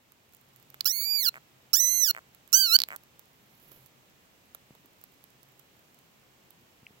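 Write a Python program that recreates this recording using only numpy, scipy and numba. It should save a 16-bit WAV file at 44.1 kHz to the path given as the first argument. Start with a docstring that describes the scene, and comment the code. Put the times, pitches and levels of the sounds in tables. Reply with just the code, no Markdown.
"""Frog screaming in a snake's jaws

A forest floor, close to a hand-held camera's two microphones: a held frog screams three times.
Its vocal cords buzz through a moving mouth resonance; sharp snaps and soft creaks stand around the cries.
Dry leaves crack as filtered noise bursts under the snake, and scales hiss as fluttering noise.
The camera is bumped, one bright chip sounds on the left, and a far motor drones in soft forest air."""
import sys
import numpy as np
from scipy import signal
from scipy.fft import rfft, irfft
from scipy.io import wavfile
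from numba import njit

SR = 44100
rng = np.random.default_rng(int(sys.argv[2]) if len(sys.argv) > 2 else 0)


def store_pcm(level_fs):
    """Save levels as 16-bit WAV."""
    pcm = np.round(np.clip(level_fs, -1, 1) * 32767).astype(np.int16)
    wavfile.write(sys.argv[1], SR, np.atleast_2d(pcm).T)


N = 308700
TIME = np.arange(N) / SR


def undb(db):
    """Decibels to gain."""
    return 10 ** (np.asarray(db) / 20)


def unit(x):
    """Scale to rms 1."""
    return x / np.sqrt(np.mean(x ** 2))


def curve(table, axis=1):
    """One column of a time table at every sample."""
    rows = np.array(table)
    return np.interp(TIME, rows[:, 0], rows[:, axis])


def on_log(table, hz):
    """Read (frequency [Hz], value) points on a log-frequency axis."""
    points, values = np.transpose(table)
    return np.interp(np.log(hz + 1), np.log(points), values)


def colour(x, table, size=1024):
    """Minimum-phase filter with the gain of (frequency [Hz], gain [dB]) points."""
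    gain = undb(on_log(table, np.fft.rfftfreq(size, 1 / SR)))
    # folding the cepstrum forward in time makes the filter causal
    cepstrum = irfft(np.log(gain))
    cepstrum[1:size // 2] *= 2
    cepstrum[size // 2 + 1:] = 0
    response = irfft(np.exp(rfft(cepstrum)))
    return signal.fftconvolve(x, response)[:len(x)]


@njit
def svf(x, hz, width):
    """State-variable band-pass with a moving centre, gain 1 at the peak."""
    y, b, l = np.empty(len(x)), 0., 0.
    for i in range(len(x)):
        g, k = np.tan(np.pi * hz[i] / SR), width / hz[i]
        v = (b + g * (x[i] + 1e-18 - l)) / (1 + g * (g + k))
        b, l, y[i] = 2 * v - b, l + 2 * g * v, k * v
    return y


def resonate(x, hz, width_hz):
    """One resonance, fixed or moving."""
    return svf(x, hz * np.ones(len(x)), float(width_hz))


def walk(rate_hz):
    """Random wander with spread 1, straight lines between random knots."""
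    knots = rng.standard_normal(int(N / SR * rate_hz) + 2)
    return unit(np.interp(TIME * rate_hz, np.arange(len(knots)), knots))


def add(track, s, sound, peak_db):
    """Put a short sound into a track at time s, scaled to a peak level."""
    start = int(s * SR)
    scaled = sound * undb(peak_db) / np.abs(sound).max()
    track[start:start + len(sound)] += scaled[:N - start]


def impulse(size=1024):
    """A single sharp push."""
    return signal.unit_impulse(size)


def frog():
    """The held frog: three screams, snaps of slack cords and creaks, all from one throat."""
    # pitch of each cry: (time [s], pitch [Hz])
    # the first two rise, hold and fall; the third rises, sags and climbs again
    pitch_1, pitch_2, pitch_3 = [(0.855, 1316), (0.865, 1405), (0.881, 1690), (0.907, 1907), (0.915, 1943),
                                 (0.925, 2123), (0.945, 2174), (1.049, 2280), (1.055, 2326), (1.113, 2399),
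                                 (1.145, 2358), (1.157, 2391), (1.207, 2210), (1.223, 2072), (1.269, 1460),
                                 (1.292, 1369)], [(1.732, 1282), (1.754, 1509), (1.762, 1690),
                                                  (1.772, 1793), (1.784, 1806), (1.808, 2042),
                                                  (1.842, 1992), (1.884, 2013), (1.902, 2071),
                                                  (1.992, 2070), (2.03, 1986), (2.062, 1736), (2.09, 1441),
                                                  (2.111, 1430)], [(2.529, 1320), (2.545, 1490),
                                                                   (2.563, 1559), (2.605, 1570),
                                                                   (2.637, 1528), (2.657, 1477),
                                                                   (2.677, 1382), (2.701, 1316),
                                                                   (2.715, 1312), (2.747, 1476),
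                                                                   (2.765, 1536)]
    # mouth during each cry: (time [s], relative effort [dB], mouth resonance [Hz])
    mouth_1, mouth_2, mouth_3 = [(.857, -.5, 4970), (0.904, -9, 5880), (.94, -8, 5140), (1.101, -8.5, 5000),
                                 (1.209, -5.5, 4890), (1.272, -6, 4520), (1.291, -4.5, 3887)], [(1.732, 2, 5510), (1.779, -1.5, 6300), (1.83, -2.5, 5770),
                                                  (2.029, -2.5, 5805), (2.06, -3, 5820), (2.11, -2, 4490)], [(2.53, 4.5, 6000), (2.58, 3, 5650),
                                                                   (2.606, -.5, 5000), (2.685, -8, 4350),
                                                                   (2.724, -1.5, 4310), (2.748, 4, 4700),
                                                                   (2.764, 4.5, 4420)]
    # fixed colour of the throat: (frequency [Hz], gain [dB])
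    throat = [(300, -22), (1300, -2.5), (1550, -.5), (2000, -4), (2400, -3.5), (3000, -7.5), (4000, -11),
              (5000, -8), (6500, -11), (7600, -8), (9000, -13), (10500, -5), (12400, 6), (14300, 5),
              (15700, 10)]
    cries = cry(pitch_1, mouth_1) + cry(pitch_2, mouth_2) + cry(pitch_3, mouth_3)
    voice = colour(cries, throat)
    snaps(voice, throat)
    creaks(voice)
    return voice


def cry(pitch, mouth):
    """Sharp, slightly uneven cord pulses ring the mouth; air rasps at the lips once a cycle."""
    # colour of the rasp in the voice: (frequency [Hz], gain [dB])
    rasp_colour = [(1000, -19), (3000, -9), (5000, 8.5), (7000, 0.5), (9500, -0.5), (15000, -5)]
    rasp_db, voice_db, mouth_width_hz = -28, -0.26, 400
    start_s, end_s = pitch[0][0], pitch[-1][0]
    attack_s, release_s = .001, .0013
    hz = curve(pitch)
    age = np.maximum(TIME - start_s, 0)
    rough = hoarseness(hz, age)
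    # the higher a cry's top pitch, the more sharply the cords close: 9 dB of treble an octave
    treble_db = 9 * np.log2(hz.max() / 1400)

    # the pitch wobbles most as the cry starts, then steadies
    hz = hz * (1 + .0075 * np.exp(-age / .33) * walk(90))
    # quick and slower unevenness of the cords, as shares of the pitch
    jitter = .0045 * rough * walk(1300)
    waver = .0024 * (rough + 0.13) * walk(120)
    phase = 2 * np.pi * np.cumsum(hz * (1 + jitter + waver)) / SR
    # equal harmonics make sharp pulses; those too near half the sample rate are left out
    buzz = sum(np.cos(k * phase) * (k * hz < SR * .45) for k in range(1, 14))
    rasp = rough * undb(rasp_db) * (1 + np.cos(phase)) * colour(rng.standard_normal(N), rasp_colour)

    # the cords catch within a millisecond and stop almost as fast
    attack = np.clip((TIME - start_s) / attack_s + 1, 0, 1)
    release = np.clip(1 - (TIME - end_s) / release_s, 0, 1)
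    shimmer = 1 + 0.2 * rough * walk(500)
    effort = attack * release * undb(curve(mouth) + voice_db) * shimmer
    voice = resonate(buzz * effort, curve(mouth, axis=2), mouth_width_hz) + rasp * effort
    return colour(voice, [(8000, 0), (14000, treble_db)])


def hoarseness(hz, age):
    """Roughness 0-1: cords rasp as they catch, and more the further the pitch is below the cry's top."""
    catch_rough, catch_s = .42, .045
    held, slack_gain, slack_power = .015, 1.8, 1.1
    slack = 1 - hz / hz.max()
    catch = catch_rough * np.exp(-(age / catch_s) ** 2)
    return np.clip(held + slack_gain * slack ** slack_power + catch, 0, 1)


def snaps(voice, throat):
    """Slack cords snap ever more slowly, each snap ringing a lower mouth resonance."""
    # runs of snaps: (start [s], count, first gap [s], peak [dB], first mouth resonance [Hz])
    snap_runs = [(0.8077, 2, 0.0017, -8, 4480), (2.7888, 4, .0138, -4, 4660)]
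    gap_ratio, fall_hz, width_hz = 1.145, 168, 430
    for s, count, gap, db, hz in snap_runs:
        for k in range(round(count)):
            snap = resonate(impulse(), hz - fall_hz * k, width_hz)
            add(voice, s, colour(snap, throat), db)
            s += gap * gap_ratio ** k


def creaks(voice):
    """Soft pushes ring a closing mouth; the pulses crowd together, sink in pitch and fade."""
    # creaks: (start [s], count of pulses, first gap [s], first peak [dB])
    creak_runs = [(0.743, 1, 0.018, -34), (1.3422, 5, .0145, -28.5), (2.149, 5, 0.01605, -24),
                  (2.887, 9, 0.018, -24.5)]
    # other resonances of the nearly closed mouth: (centre [Hz], width of first pass [Hz], gain [dB])
    cavity_modes = [(654, 133, -13.5), (7600, 2200, -20.5), (14700, 3200, -18.5)]
    open_hz, closed_hz, width_hz = 2100, 1550, 1000
    last_gap_s, gap_shrink, fade_db = .0048, .52, 9.5  # the excess gap shrinks by this ratio a pulse
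    cavity = 0
    for hz, width, db in cavity_modes:
        cavity = cavity + undb(db) * resonate(resonate(impulse(), hz, width), hz, 2 * width)
    for s, count, gap, db in creak_runs:
        for k, closing in enumerate(np.linspace(0, 1, round(count))):
            hz = open_hz + (closed_hz - open_hz) * closing
            # a soft push holds little above the resonance that it rings
            low_pass = signal.butter(6, 1.25 * hz, fs=SR, output="sos")
            push = signal.sosfilt(low_pass, impulse())
            add(voice, s, resonate(push, hz, width_hz) + cavity, db - fade_db * closing ** 2)
            s += last_gap_s + (gap - last_gap_s) * gap_shrink ** k


def leaves():
    """Pressed leaves crack and crumble: each tick is a bright noise burst over a duller leaf body."""
    # loudest cracks: (time [s], peak [dB], leaf body relative to crack [dB])
    loud_ticks = [(.12, -35, -13), (.348, -32, -31), (.702, -31.5, -22.5), (.7435, -30, -9),
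                  (.8454, -24, -22), (2.348, -33.5, -11), (2.477, -36, -11), (2.522, -30, -36),
                  (2.8865, -23.5, -18), (2.9618, -17, -21), (3.036, -37, -15), (3.194, -27.5, -17),
                  (3.861, -33.5, -15.5), (4.548, -20.5, -11.5), (4.751, -40, -3), (5.039, -26, -17.5),
                  (5.24, -31, -20), (5.431, -33.5, -17), (5.596, -34.5, -12.5), (6.506, -32, -17)]
    # spells of faint ticking in the litter: (start [s], end [s], count of ticks, weakest peak [dB])
    stirs = [(0, 6.9, 60, -53), (.25, 0.64, 12, -45.5), (4.7, 6.05, 11, -45)]
    # colours of a leaf's crack and of its body: (frequency [Hz], gain [dB])
    crack_colour, body_colour = [(2000, -25.5), (4000, -15), (7500, -8), (9000, -11.5), (11500, -4),
                                 (14000, 2), (16000, -3)], [(150, -9), (800, 0), (1400, 0.5), (2600, -7), (3900, -4.5),
                                               (5000, -26), (10000, -36.5)]
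    crack_s, crumble_s, body_s, crumble_db = .00098, .005, .003, -24
    faint_spread_db, faint_body_db = 10, -17
    faint_ticks = []
    for start, end, count, db in stirs:
        for place, size in rng.random((round(count), 2)):
            s = start + (end - start) * place
            faint_ticks.append((s, db + faint_spread_db * size ** 2, faint_body_db))

    track, t = np.zeros(N), TIME[:2048]
    crack_decay = np.exp(-t / crack_s) + undb(crumble_db) * np.exp(-t / crumble_s)
    for s, db, body_db in list(loud_ticks) + faint_ticks:
        grain = np.tanh(2 * rng.standard_normal((2, len(t))))
        crack = colour(grain[0] * crack_decay, crack_colour)
        body = colour(grain[1] * np.exp(-t / body_s), body_colour)
        add(track, s, unit(crack) + undb(body_db) * unit(body), db)
    return track


def slide():
    """Scales slide once across the leaves: a fluttering hiss swells, fades and stops."""
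    # colour of scales on leaves: (frequency [Hz], gain [dB])
    scales = [(300, -3), (1000, -9), (2200, -7), (4500, -11.5), (9000, -17), (11000, -2.5), (13500, 0.5),
              (16000, -5)]
    peak_s, stop_s, peak_db, slope_db_per_s = 3.73, 3.875, -53, 54
    flutter = undb(2.9 * walk(210))
    hiss = unit(colour(rng.standard_normal(N) * flutter, scales))
    level_db = peak_db - slope_db_per_s * np.abs(TIME - peak_s)
    return hiss * undb(level_db) * (TIME < stop_s)


def bumps():
    """Fingers nudge the camera body: one low, heavily damped swing a bump, alike in both channels."""
    # soft bumps: (time [s], peak [dB], swing frequency [Hz])
    nudges = [(1.251, -48, 130), (4.707, -44, 170), (4.848, -52, 280), (6.831, -49, 130), (6.907, -48, 141)]
    track, width_hz = np.zeros(N), 190
    for s, db, hz in nudges:
        swing = resonate(impulse(size=2048), hz, width_hz)
        add(track, s, resonate(swing, hz, 2 * width_hz), db)
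    return track


def chip():
    """One short, bright chip from the left: a sine under a bell-shaped envelope."""
    hz, middle_s = 2550, .0009
    track, t = np.zeros(N), TIME[:1024]
    bell = np.exp(-2 * (t / middle_s - 1) ** 2)
    add(track, 6.8668, np.sin(2 * np.pi * hz * t) * bell, -32)
    return track * np.array([[1], [.65]])  # left, right


def surroundings(near):
    """Litter scatters the sound briefly, trunks more faintly and longer; each microphone has its own mix."""
    # reflectors: (width of the band about 3500 Hz [Hz], level [dB], time to fall 60 dB [s])
    litter, trunks = (10000, -29, 0.079), (5000, -43, 0.47)
    t = TIME[:SR // 2]
    out = 0
    for width_hz, db, t60 in (litter, trunks):
        source = resonate(near, 3500, width_hz)
        tail = rng.standard_normal((2, len(t))) * undb(-60 * t / t60) * (t > .001)
        tail = tail / np.sqrt(np.sum(tail ** 2, axis=1, keepdims=True))
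        out = out + undb(db) * np.array([signal.fftconvolve(source, side)[:N] for side in tail])
    return out


def motor():
    """A far motor's wavering drone: noise through two narrow resonances at one low pitch."""
    # drone: (time [s], level [dB])
    drone_level = [(.3, -82), (.55, -68), (1.7, -70.5), (2.3, -75.5), (3.3, -76.5), (3.8, -67.5),
                   (4.3, -74.5), (7, -76)]
    hz, width_hz = 133, 19
    drone = resonate(resonate(rng.standard_normal(N), hz, width_hz), hz, width_hz)
    return unit(drone) * undb(curve(drone_level))


def forest_air():
    """Soft coloured noise, most alike at the two microphones in the bass."""
    # spectrum of the air: (frequency [Hz], relative density [dB per Hz])
    air_colour = [(15, -46), (25, -18), (32, -18.5), (102, -5.5), (134, -9), (157, -6.5), (200, -5.5),
                  (285, -8), (887, -14), (1520, -18), (2760, -16.5), (4870, -23), (7710, -26.5),
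                  (8830, -32.5), (16000, -23)]
    # likeness of the two channels: (frequency [Hz], correlation [-1..1])
    air_likeness = [(130, 0.66), (290, .67), (640, .29), (1410, -.24), (3100, .03)]
    # balance of the two channels: (frequency [Hz], left minus right [dB])
    air_balance = [(2400, 0.47), (4400, -2.5), (8100, -12.5), (15000, -5)]
    level_db = -63.5  # of the two channels' mean
    hz = np.fft.rfftfreq(N, 1 / SR)
    likeness = np.clip(on_log(air_likeness, hz), -.9, .9)
    mid, side = rfft(rng.standard_normal((2, N)))
    signs = np.array([[1], [-1]])  # left, right
    bins = mid + signs * side * np.sqrt((1 - likeness) / (1 + likeness))
    gain_db = on_log(air_colour, hz) + signs * on_log(air_balance, hz) / 2
    air = irfft(bins * undb(gain_db), N)
    # the air swells a little over the first 0.6 s, then holds
    swell_db = np.interp(TIME, [0, .6], [-3.5, 0])
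    return air / air.mean(axis=0).std() * undb(level_db + swell_db)


def scene():
    """Frog and leaves face the right microphone; the left hears them shaded and slightly later."""
    # shading of the left microphone from the ground ahead: (frequency [Hz], left minus right [dB])
    shade = [(1550, 0), (2250, -6.5), (2950, -1), (3400, -11), (4400, -9.5), (4800, -26), (5800, -18),
             (6700, -26), (8000, -21.5), (9500, -17.5), (11500, -16), (12400, -36), (14500, -28.5),
             (15700, -29.5)]
    near = frog() + leaves() + slide()
    lag = 6  # samples
    left = np.pad(colour(near, shade), (lag, 0))[:N]
    direct = np.array([left, near])
    return direct + surroundings(near) + bumps() + chip() + motor() + forest_air()


def record(dry):
    """The camera cuts the top with a steep low-pass."""
    top_hz = 15950
    return signal.sosfilt(signal.ellip(10, .2, 80, top_hz, fs=SR, output="sos"), dry)


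dry = scene()
out = record(dry)
store_pcm(out)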